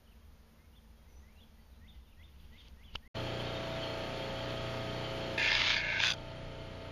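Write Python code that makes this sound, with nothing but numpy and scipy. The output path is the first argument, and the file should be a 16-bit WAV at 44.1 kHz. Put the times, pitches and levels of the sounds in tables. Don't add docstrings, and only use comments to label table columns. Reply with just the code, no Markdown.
import sys
import numpy as np
from scipy import signal
from scipy.fft import rfft, irfft
from scipy.io import wavfile
from scipy.ndimage import uniform_filter1d

SR = 44100
rng = np.random.default_rng(int(sys.argv[2]) if len(sys.argv) > 2 else 0)


def ratio_of_db(decibels):
    return 10 ** (np.asarray(decibels, float) / 20)


def waveform_to_disk(signal):
    frames = np.transpose(np.atleast_2d(signal))
    scaled = np.clip(frames, -1, 1) * 32767
    samples = np.round(scaled).astype(np.int16)
    wavfile.write(sys.argv[1], SR, samples)


N = 304907
t = np.arange(N) / SR

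TURN = 1477
CUT, RESUME = 3.079, 3.141

LAND_S, LIFT_S, BOUNCE_S, BOUNCE_WIDTH_S = 5.376, 6.128, 6.138, 0.0033
# (time [s], scrape level [dB], brightness [dB], low mode [Hz], upper mode [Hz])
PRESS = [
    (5.38, -32.5, -9.5, 1786, 2140),
    (5.48, -31.5, -5.5, 1730, 2155),
    (5.58, -36.5, 0.5, 1740, 2130),
    (5.726, -36.5, 2, 1764, 2150),
    (5.828, -35, -13.5, 1690, 2190),
    (5.985, -33.5, -12, 1630, 2260),
    (6.03, -38.5, 3, 1640, 2580),
    (6.118, -41.5, 1.5, 1540, 2500),
    (6.14, -41.5, -7, 1540, 2540),
]
# (time [s], low mode level [dB], side mode level [dB], high mode [Hz], high mode level [dB])
GRIP = [
    (5.38, -3.5, -3, 4800, -26),
    (5.47, -5.5, -4.5, 4800, -20),
    (5.55, -6, -10, 4820, -9),
    (5.62, -13, -19, 4760, -15),
    (5.72, -7, -17, 4630, -25),
    (5.775, -3, -4, 4830, -11.5),
    (5.84, -6, -7.5, 4200, -27),
    (5.97, -3.5, -14, 4030, -32),
    (6.05, -10, -16, 4750, -9),
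]
# (frequency [Hz], level [dB per Hz])
SCRAPE = [(290, -46), (500, -18), (637, -29), (707, -10), (1700, -0.5), (1910, -1), (2190, 0.5),
          (3600, 2.5), (6200, -15.5), (7200, -13), (7900, -76), (10300, -90), (17400, -120)]
# (frequency [Hz], width [Hz], level [dB])
BLADE_MODES = [(3400, 270, -1), (4200, 600, -13), (5980, 320, -17), (885, 160, -11), (622, 50, -24)]
# (frequency [Hz], width [Hz], level [dB])
SPINE_MODES = [(910, 210, -19), (617, 47, -18.5), (2680, 180, -14.5), (6300, 1200, -42)]
# (frequency [Hz], width [Hz], level [dB])
TIP_MODES = [(3500, 480, -2.5), (4840, 890, -10.5), (5980, 870, -8), (1516, 100, -7)]
TIP_FROM_S, SIDE_HZ = 6.008, 2430
# (first time [s], last time [s], width [s], level [dB])
HIGH_SPOTS = [
    (5.39, 5.76, 0.0024, -3.5),
    (5.764, 5.98, 0.0036, -0.5),
    (6.0045, 6.11, 0.0024, 8),
    (6.002, 6.0, 0.0028, 1),
    (6.008, 6.12, 0.0015, -14),
    (6.013, 6.12, 0.0018, 3.5),
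]
# (time [s], peak level [dB])
JOLTS = [(5.3787, -19), (5.3964, -18), (5.4173, -19), (5.4267, -21), (5.45, -21), (5.4597, -18),
         (5.486, -19), (5.517, -15.5), (5.5275, -20), (5.551, -15), (5.592, -23), (5.6178, -22),
         (5.6677, -27), (5.693, -23), (5.7033, -19.5), (5.742, -23), (5.764, -16), (5.801, -23),
         (5.8662, -30), (5.8995, -34), (5.9341, -27), (5.968, -18), (6.0014, -16)]
JOLT_RISE_S, JOLT_FALL_S, JOLT_MOST = .0004, .002, 1.1
# (start [s], end [s], start level [dB], end level [dB])
SIZZLE = [
    (5.375, 5.76, -74.5, -83),
    (6.03, 6.152, -71, -67),
]

# (multiple of shaft rate, level [dB rms], ducked level [dB rms])
ORDERS = [(1, -52, -53), (3, -53, -54), (4, -45.5, -52.5), (5, -55, -56.5), (6, -62, -62.5), (7, -58, -78),
          (8, -57.5, -65.5), (9, -60.5, -67), (10, -58, -64), (11, -55.5, -66.5), (12, -57.5, -70),
          (13, -61, -64.5), (14, -55, -65.5), (15, -56, -63), (18, -48.5, -57), (19, -62, -73),
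          (20, -56.5, -63.5), (21, -69, -77), (22, -47, -54), (24, -62, -81), (26, -61.5, -71.5),
          (30, -57, -65.5), (38, -61.5, -73), (42, -58.5, -66), (46, -61.5, -68), (50, -74, -75),
          (54, -68.5, -75), (71.2, -69, -73)]
BEAT_DB, BEAT_SWING_DB, BEAT_PERIOD_S, BEAT_PEAK_S = -2.5, 3.5, 1.52, 4.74
# (frequency [Hz], level [dB per Hz])
WHIRR = [(12, -35), (20, -4), (115, -6.5), (172, -4.5), (329, -7.5), (480, -7), (647, -7), (716, -9),
         (1040, -15), (1240, -12), (1480, -11.5), (3210, -12), (6310, -29), (7650, -29), (7900, -57),
         (10300, -97), (17400, -120)]
WHIRR_DB = -44
# (frequency [Hz], width [Hz], level [dB rms])
HOUSING = [(3160, 290, -53.5), (4355, 290, -59), (880, 196, -56)]
# (frequency [Hz], gain [dB])
DUCKED_TONE = [(20, 6), (100, -2.5), (300, -6), (1000, -8), (3000, -9), (8000, -9)]
DUCK_FROM_S, DUCK_TIME_S = 5.35, 0.12

# (frequency [Hz], width [Hz], level [dB])
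GLOVE = [(3100, 1200, 9), (4360, 640, -1), (6200, 350, -9), (3830, 630, 0)]
# (peak time [s], level [dB], swell for 20 dB [s], fade for 20 dB [s])
RUBS = [
    (1.978, -74.5, .18, 0.044),
    (2.5, -72.5, 0.69, 0.42),
    (2.6, -72, 0.078, 0.19),
    (2.682, -64, 0.11, 0.013),
    (2.945, -66.5, 0.1, .02),
    (2.957, -48, .012, 0.0078),
    (2.984, -80, .03, 0.076),
    (3.04, -85, .3, .3),
]
# (time [s], peak level [dB], ring [Hz], 60 dB decay [s])
TICKS = [(2.4, -52, 3350, 0.0065), (2.6835, -49, 4700, 0.0055), (2.6845, -54, 6000, 0.0044),
         (2.954, -31.5, 4200, 0.0049), (2.9533, -23.5, 1020, 0.0033), (2.9572, -20, 2950, 0.0075),
         (2.9556, -29.5, 5150, 0.0035), (2.9556, -27, 1260, 0.0061), (2.9615, -41, 3000, 0.0071),
         (2.984, -56, 3500, .006), (2.984, -57, 4900, 0.0055)]
# (time [s], level [dB], time constant [s])
PUSH = (2.9525, -36, 0.0022)

# (flick time [s], lead-in [s], knee pitch [Hz], top pitch [Hz], level [dB])
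HOOKS = [
    (.748, 0.02, 2940, 3570, -70.5),
    (1.401, 0.049, 2940, 3530, -66),
    (1.87, 0.068, 2190, 3700, -65),
    (2.225, 0.061, 2180, 3680, -66.5),
    (2.57, 0.0595, 2230, 3700, -62.5),
    (2.83, .07, 2220, 3500, -65),
    (3.085, 0.068, 2200, 3600, -62.5),
]
LEAD_HZ_PER_S, LEAD_BEND, FLICK_S, TOP_S, SAG_HZ = 5600, 1.83, 0.02, 0.027, 560
LEAD_DB, KNEE_DB, TAIL_DB = -10.5, -4.5, -2.5
# (start [s], length
# [s], from pitch [Hz], to pitch [Hz], level [dB])
SLURS = [(0.052, .03, 3500, 2850, -78), (0.073, .025, 2850, 3220, -78), (0.106, .03, 3230, 2420, -74),
         (.14, .13, 3200, 3160, -89), (0.574, .09, 2000, 2220, -79), (1.08, .04, 6200, 5840, -83),
         (1.113, .08, 5910, 5980, -77), (1.185, .025, 5980, 6200, -80), (1.208, .02, 6200, 6800, -83),
         (1.22, 0.083, 1900, 2120, -75.5), (1.28, 0.057, 2120, 2460, -79), (1.372, 0.046, 4150, 3340, -77),
         (1.66, .03, 4550, 4500, -83), (1.713, 0.057, 4200, 2920, -81), (1.755, .035, 4020, 4000, -85),
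         (1.915, 0.021, 3150, 2980, -81), (2.0, .035, 3600, 3580, -83), (2.045, 0.044, 3500, 2530, -78),
         (2.068, .03, 3650, 3570, -79), (2.111, .03, 3200, 2300, -76), (2.185, .045, 3330, 3370, -81),
         (2.876, 0.024, 3100, 2900, -68.5), (3.331, 0.12, 3150, 3510, -56.5),
         (3.446, 0.061, 3760, 3700, -58), (3.545, .045, 3700, 3670, -55), (3.253, .07, 3700, 3720, -67),
         (3.217, 0.093, 3080, 3060, -60), (3.77, 0.091, 3020, 2920, -59), (4.19, 0.061, 3150, 3296, -55.5),
         (4.88, 0.033, 3120, 3180, -54), (1.58, .025, 1950, 2020, -77), (3.717, .03, 3710, 3670, -54.5),
         (0.198, .07, 3280, 3130, -86), (.96, .08, 3320, 3200, -83), (1.06, .05, 1950, 2250, -82),
         (1.43, .02, 4150, 3750, -82), (1.59, 0.046, 4530, 4550, -86), (1.936, .07, 2050, 2000, -80),
         (2.897, .04, 2360, 3220, -74), (1.59, 0.052, 3150, 3110, -88), (2.08, .04, 2750, 2950, -81)]

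# (frequency [Hz], level [dB per Hz])
RUMBLE_TONE = [(8.8, -34), (15, 3), (27, -11), (60, 1), (83, -2), (98, -19), (162, -14), (194, -18.5),
               (221, -16), (248, -29), (330, -24), (430, -47), (730, -120)]
RUMBLE_DB, RUMBLE_DB_PER_S, LUMPS_DB = -59.5, 1.8, 0.8
# (frequency [Hz], level [dB per Hz])
YARD = [(150, -33), (250, -2.5), (302, -18.5), (465, -8), (708, -14), (918, -13), (1120, -16), (1260, -16),
        (4830, -23.5), (6740, -27), (7900, -36), (10300, -75), (17400, -120)]
YARD_DB = -71.5
HUM_HZ, HUM_WIDTH_HZ, HUM_DB = 222, 14, -72

# (frequency [Hz], level [dB per Hz])
TOP_TONE = [(4820, -52), (8200, -35), (8470, -17), (8800, 5), (9000, 2.5), (9760, -2), (10600, 3),
            (11100, 1.5), (11780, -3), (11900, -26), (12030, -2), (12600, 2.5), (13200, -4.5),
            (13800, -0.5), (14400, -4), (14900, -6), (15050, -25)]
YARD_TOP_DB, MOTOR_TOP_DB, TOP_DUCK_DB, CLICK_TOP_DB = -83, -71.5, -7.5, -75
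AIR_HZ, YARD_AIR_DB, BUSY_AIR_DB, DUCKED_AIR_DB = 12300, 6.5, -28, -6
# (frequency [Hz], share in the yard [0-1], share by the motor [0-1])
DROPOUT = [(8000, .3, .3), (9200, .06, .12), (9800, .05, .35), (10800, .03, .12), (12500, .1, .2),
           (13500, .15, .35), (14300, .2, .6), (14450, .25, .97)]
PATCH_BINS, PATCH_FRAMES = 8, 5
MAIN_EDGE_HZ, BUSY_EDGE_HZ = 7580, 7640


def blade(force):
    grit = force * turning_noise(0.37) * ratio_of_db(1.7 * np.minimum(rng.exponential(1, N), 5))
    low = evened(resonate(grit, curve(PRESS, column=3) * (1 + 0.013 * drift(25)), 250))
    upper = evened(resonate(grit, curve(PRESS, column=4) * (1 + .025 * drift(23)), 340))
    side = evened(resonate(grit, SIDE_HZ * (1 + .02 * drift(25)), 300))
    high = evened(resonate(grit, curve(GRIP, column=3) * (1 + 0.033 * drift(30)), 750))
    grip = ratio_of_db(curve(GRIP)) * low + ratio_of_db(curve(GRIP, column=2)) * side
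    grip += ratio_of_db(curve(GRIP, column=4)) * high + ratio_of_db(-4.5) * upper
    scrape = evened(coloured(grit, SCRAPE))
    treble = ratio_of_db(curve(PRESS, column=2)) * (ratio_of_db(4.5) * scrape + ratio_of_db(-21.0) * ring(grit, BLADE_MODES))
    spine = ring(grit, SPINE_MODES) * ratio_of_db(-45 * np.maximum(t - TIP_FROM_S, 0) ** .5)
    tip = np.clip((t - TIP_FROM_S) / 0.056, 0, 1) * ring(grit, TIP_MODES)
    return touching() * ratio_of_db(curve(PRESS)) * (spine + tip + grip + treble)


def contact():
    force_db = 1.2 * drift(440) + 8 * uniform_filter1d(turning_noise(0.29), 100)
    for first, last, width, db in HIGH_SPOTS:
        for s in np.arange(first, last, TURN / SR):
            force_db += db * np.exp(-.5 * ((t - s) / width) ** 2)
    s, db = np.transpose(JOLTS)
    scrape_db = np.interp(s, *np.transpose(PRESS)[:2])
    hits, u = np.zeros(N), t[:SR // 40]
    hits[(s * SR).astype(int)] = ratio_of_db(db - scrape_db - 11)
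    kick = (1 - np.exp(-u / JOLT_RISE_S)) * np.exp(-u / JOLT_FALL_S)
    jolts = signal.oaconvolve(hits, kick)[:N]
    return ratio_of_db(force_db + 7) * (1 + np.minimum(abs(jolts), JOLT_MOST))


def touching():
    held = np.clip((t - LAND_S) / 0.0044, 0, 1) * np.clip((LIFT_S - t) / 0.0033, 0, 1)
    return held + np.exp(-.5 * ((t - BOUNCE_S) / BOUNCE_WIDTH_S) ** 2)


def motor():
    duck, turns = ducking(), np.arange(N) / TURN
    orders = np.zeros(N)
    beat_db = BEAT_DB + BEAT_SWING_DB * np.cos(2 * np.pi * (t - BEAT_PEAK_S) / BEAT_PERIOD_S)
    for k, db, ducked_db in ORDERS:
        waver_db = beat_db if round(k) == 4 else 1.44 * drift(3.8)
        level_db = db + duck * (ducked_db - db) + waver_db
        orders += np.sqrt(2) * ratio_of_db(level_db) * np.sin(2 * np.pi * (round(k) * turns + rng.random()))
    whirr = ratio_of_db(WHIRR_DB) * evened(coloured(turning_noise(0.35), WHIRR))
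    angle = 2 * np.pi * (turns - .6)
    throb = ratio_of_db(2.0 * np.cos(angle) + 2.3 * np.cos(2 * angle) + 1.8 * drift(42))
    for hz, width, db in HOUSING:
        rattle = throb * ratio_of_db(1.3 * drift(40)) * turning_noise(0.26)
        wander = 1 + .01 * drift(12) + .007 * drift(4)
        whirr += ratio_of_db(db) * evened(resonate(rattle, hz * wander, width))
    ducked = coloured(whirr, DUCKED_TONE)
    return orders + (1 - duck) ** 0.74 * whirr + (1 - (1 - duck) ** 1.1) * ducked


def ducking():
    return 1 - np.exp(-np.maximum(t - DUCK_FROM_S, 0) / DUCK_TIME_S)


def glove():
    flutter_db = 2.2 * np.clip(drift(58.4), -2, 2)
    snaps = rng.standard_normal(N) * ratio_of_db(1.4 * np.minimum(rng.exponential(1, N), 5) + flutter_db)
    cloth = evened(sum(ratio_of_db(db) * resonate(snaps, hz, width) for hz, width, db in GLOVE))
    rubs = np.zeros(N)
    for s, db, swell, fade in RUBS:
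        fall_db = 20 * np.maximum((s - t) / swell, (t - s) / fade)
        rubs += ratio_of_db(db + 1.0 - np.minimum(fall_db, 99))
    out = cloth * rubs
    for s, db, hz, t60 in TICKS:
        u = np.maximum(t - s, 0)
        decay = ratio_of_db(db - np.minimum(60 * u / t60, 200))
        out += decay * np.sin(2 * np.pi * hz * u) * (1 - np.exp(-u / 0.0002))
    push_s, push_db, push_time = PUSH
    u = np.clip((t - push_s) / push_time, 0, 50)
    return out + ratio_of_db(push_db) * (u * np.exp(1 - u) - 0.26 * u * np.exp(-u / 4))


def birds():
    out = np.zeros(N)
    for row in HOOKS:
        add(out, *hook(*row))
    for s, length, from_hz, to_hz, db in SLURS:
        add(out, *whistle(s, [0, length], [from_hz, to_hz], [db, db]))
    out *= ratio_of_db(1.5 * drift(70))
    lag = t[:SR // 3]
    echoes = rng.standard_normal(len(lag)) * ratio_of_db(-60 * lag / .45) * (lag > .006)
    return out + ratio_of_db(-6.5) * signal.oaconvolve(out, echoes / np.linalg.norm(echoes))[:N]


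def hook(s, lead, knee_hz, top_hz, db):
    u = np.linspace(0, 1, num=9)
    times = np.concatenate([lead * u, lead + FLICK_S * u[1:], lead + FLICK_S + TOP_S * u[1:]])
    rise = knee_hz - LEAD_HZ_PER_S * lead * (1 - u ** LEAD_BEND)
    flick = knee_hz + (top_hz - knee_hz) * np.sin(np.pi / 2 * u[1:])
    sag = top_hz - SAG_HZ * u[1:] ** 1.2
    level_db = db + np.interp(times, times[::8], [LEAD_DB, KNEE_DB, 0, TAIL_DB])
    return whistle(s - lead, times, np.concatenate([rise, flick, sag]), level_db)


def whistle(start, times, hz, db):
    u = t[:round(times[-1] * SR)]
    turns = np.cumsum(uniform_filter1d(np.interp(u, times, hz), 200)) / SR
    level = ratio_of_db(np.interp(u, times, db) + 5.5) * signal.windows.tukey(len(u), .25)
    return start, level * np.sin(2 * np.pi * turns)


def yard():
    rumble_db = RUMBLE_DB + RUMBLE_DB_PER_S * t + LUMPS_DB * drift(18)
    rumble = ratio_of_db(rumble_db) * evened(coloured(rng.standard_normal(N), RUMBLE_TONE))
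    wash = evened(coloured(rng.standard_normal(N), YARD)) * ratio_of_db(YARD_DB + 2.5 + 0.52 * drift(5.4))
    return rumble + wash + ratio_of_db(HUM_DB) * evened(resonate(wash, HUM_HZ, HUM_WIDTH_HZ))


def top_band(force):
    running = t > RESUME
    duck = ducking()
    level = ratio_of_db(np.where(running, MOTOR_TOP_DB + TOP_DUCK_DB * duck, YARD_TOP_DB) + 0.96 * drift(30))
    level += ratio_of_db(CLICK_TOP_DB - np.minimum(abs(t - PUSH[0] - .005) * 2500, 99))
    for start, end, start_db, end_db in SIZZLE:
        sizzle = ratio_of_db(np.interp(t, [start, end], [start_db, end_db]))
        level += (t > start) * (t < end) * touching() * force ** 0.73 * sizzle
    hiss = evened(patchy(coloured(rng.standard_normal(N), TOP_TONE)))
    air = signal.sosfiltfilt(signal.butter(8, AIR_HZ, "high", fs=SR, output="sos"), hiss)
    air_db = np.where(running, DUCKED_AIR_DB * duck, YARD_AIR_DB) + BUSY_AIR_DB * busy()
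    return level * (hiss + air * (ratio_of_db(air_db) - 1))


def patchy(x):
    hz, s, z = signal.stft(x, SR, nperseg=1024, noverlap=768)
    luck = rng.random((len(hz) // PATCH_BINS + 1, len(s) // PATCH_FRAMES + 1))
    luck = luck.repeat(PATCH_BINS, axis=0).repeat(PATCH_FRAMES, axis=1)[:len(hz), :len(s)]
    f, quiet, loud = np.transpose(DROPOUT)
    share = np.where(s > RESUME, np.interp(hz, f, loud)[:, None], np.interp(hz, f, quiet)[:, None])
    return signal.istft(z * (luck > share), SR, nperseg=1024, noverlap=768)[1][:N]


def busy():
    return np.clip((t - LAND_S) / 0.13, 0, 1) * np.clip((SIZZLE[1][0] + 0.022 - t) / 0.048, 0, 1)


def evened(x):
    return x / np.sqrt(np.mean(x ** 2) + 1e-20)


def curve(rows, column=1):
    rows = np.asarray(rows)
    return np.interp(t, rows[:, 0], rows[:, column])


def coloured(x, points):
    size = N + 245
    hz, (f, db) = np.fft.rfftfreq(size, 1 / SR), np.transpose(points)
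    gain = ratio_of_db(np.interp(np.log(hz + 1), np.log(f + 1), db, left=-100, right=-100))
    return irfft(rfft(x, size) * gain)[:N]


def resonate(x, hz, width):
    turn = np.exp(2j * np.pi * np.cumsum(hz * np.ones(len(x))) / SR)
    r = np.exp(-np.pi * width / SR)
    smooth = signal.lfilter([(1 - r) ** 2], [1, -2 * r, r * r], x / turn + 1e-18)
    return 2 * (turn * smooth).real


def ring(x, modes):
    return sum(ratio_of_db(db) * evened(resonate(x, hz, width)) for hz, width, db in modes)


def drift(hz):
    span = int(SR / hz)
    return evened(uniform_filter1d(uniform_filter1d(rng.standard_normal(N), span), span))


def turning_noise(memory):
    memory = np.clip(memory, 0, .95)
    fresh = rng.standard_normal((N // TURN + 1, TURN))
    return evened(signal.lfilter([1], [1, -memory], fresh, axis=0).ravel()[:N])


def add(mix, s, sound):
    mix[round(s * SR):][:len(sound)] += sound


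def scene():
    force = contact()
    first = np.clip((CUT - t) / 0.0023, 0, 1)
    second = np.clip((t - RESUME - .002) / 0.015, 0, 1)
    near = np.where(t < CUT + .03, yard() + glove(), motor() + blade(force)) + birds()
    main = signal.sosfilt(signal.cheby2(10, 45, MAIN_EDGE_HZ * 1.08, fs=SR, output="sos"), near)
    narrow = signal.sosfiltfilt(signal.cheby2(8, 30, BUSY_EDGE_HZ, fs=SR, output="sos"), main)
    main = main + busy() * (narrow - main)
    return ((first + second) * (main + top_band(force)))[None]


def roll_off(x):
    return signal.sosfilt(signal.butter(12, 15140, fs=SR, output="sos"), x)


def record(dry):
    return roll_off(dry)


dry = scene()
out = record(dry)
waveform_to_disk(out)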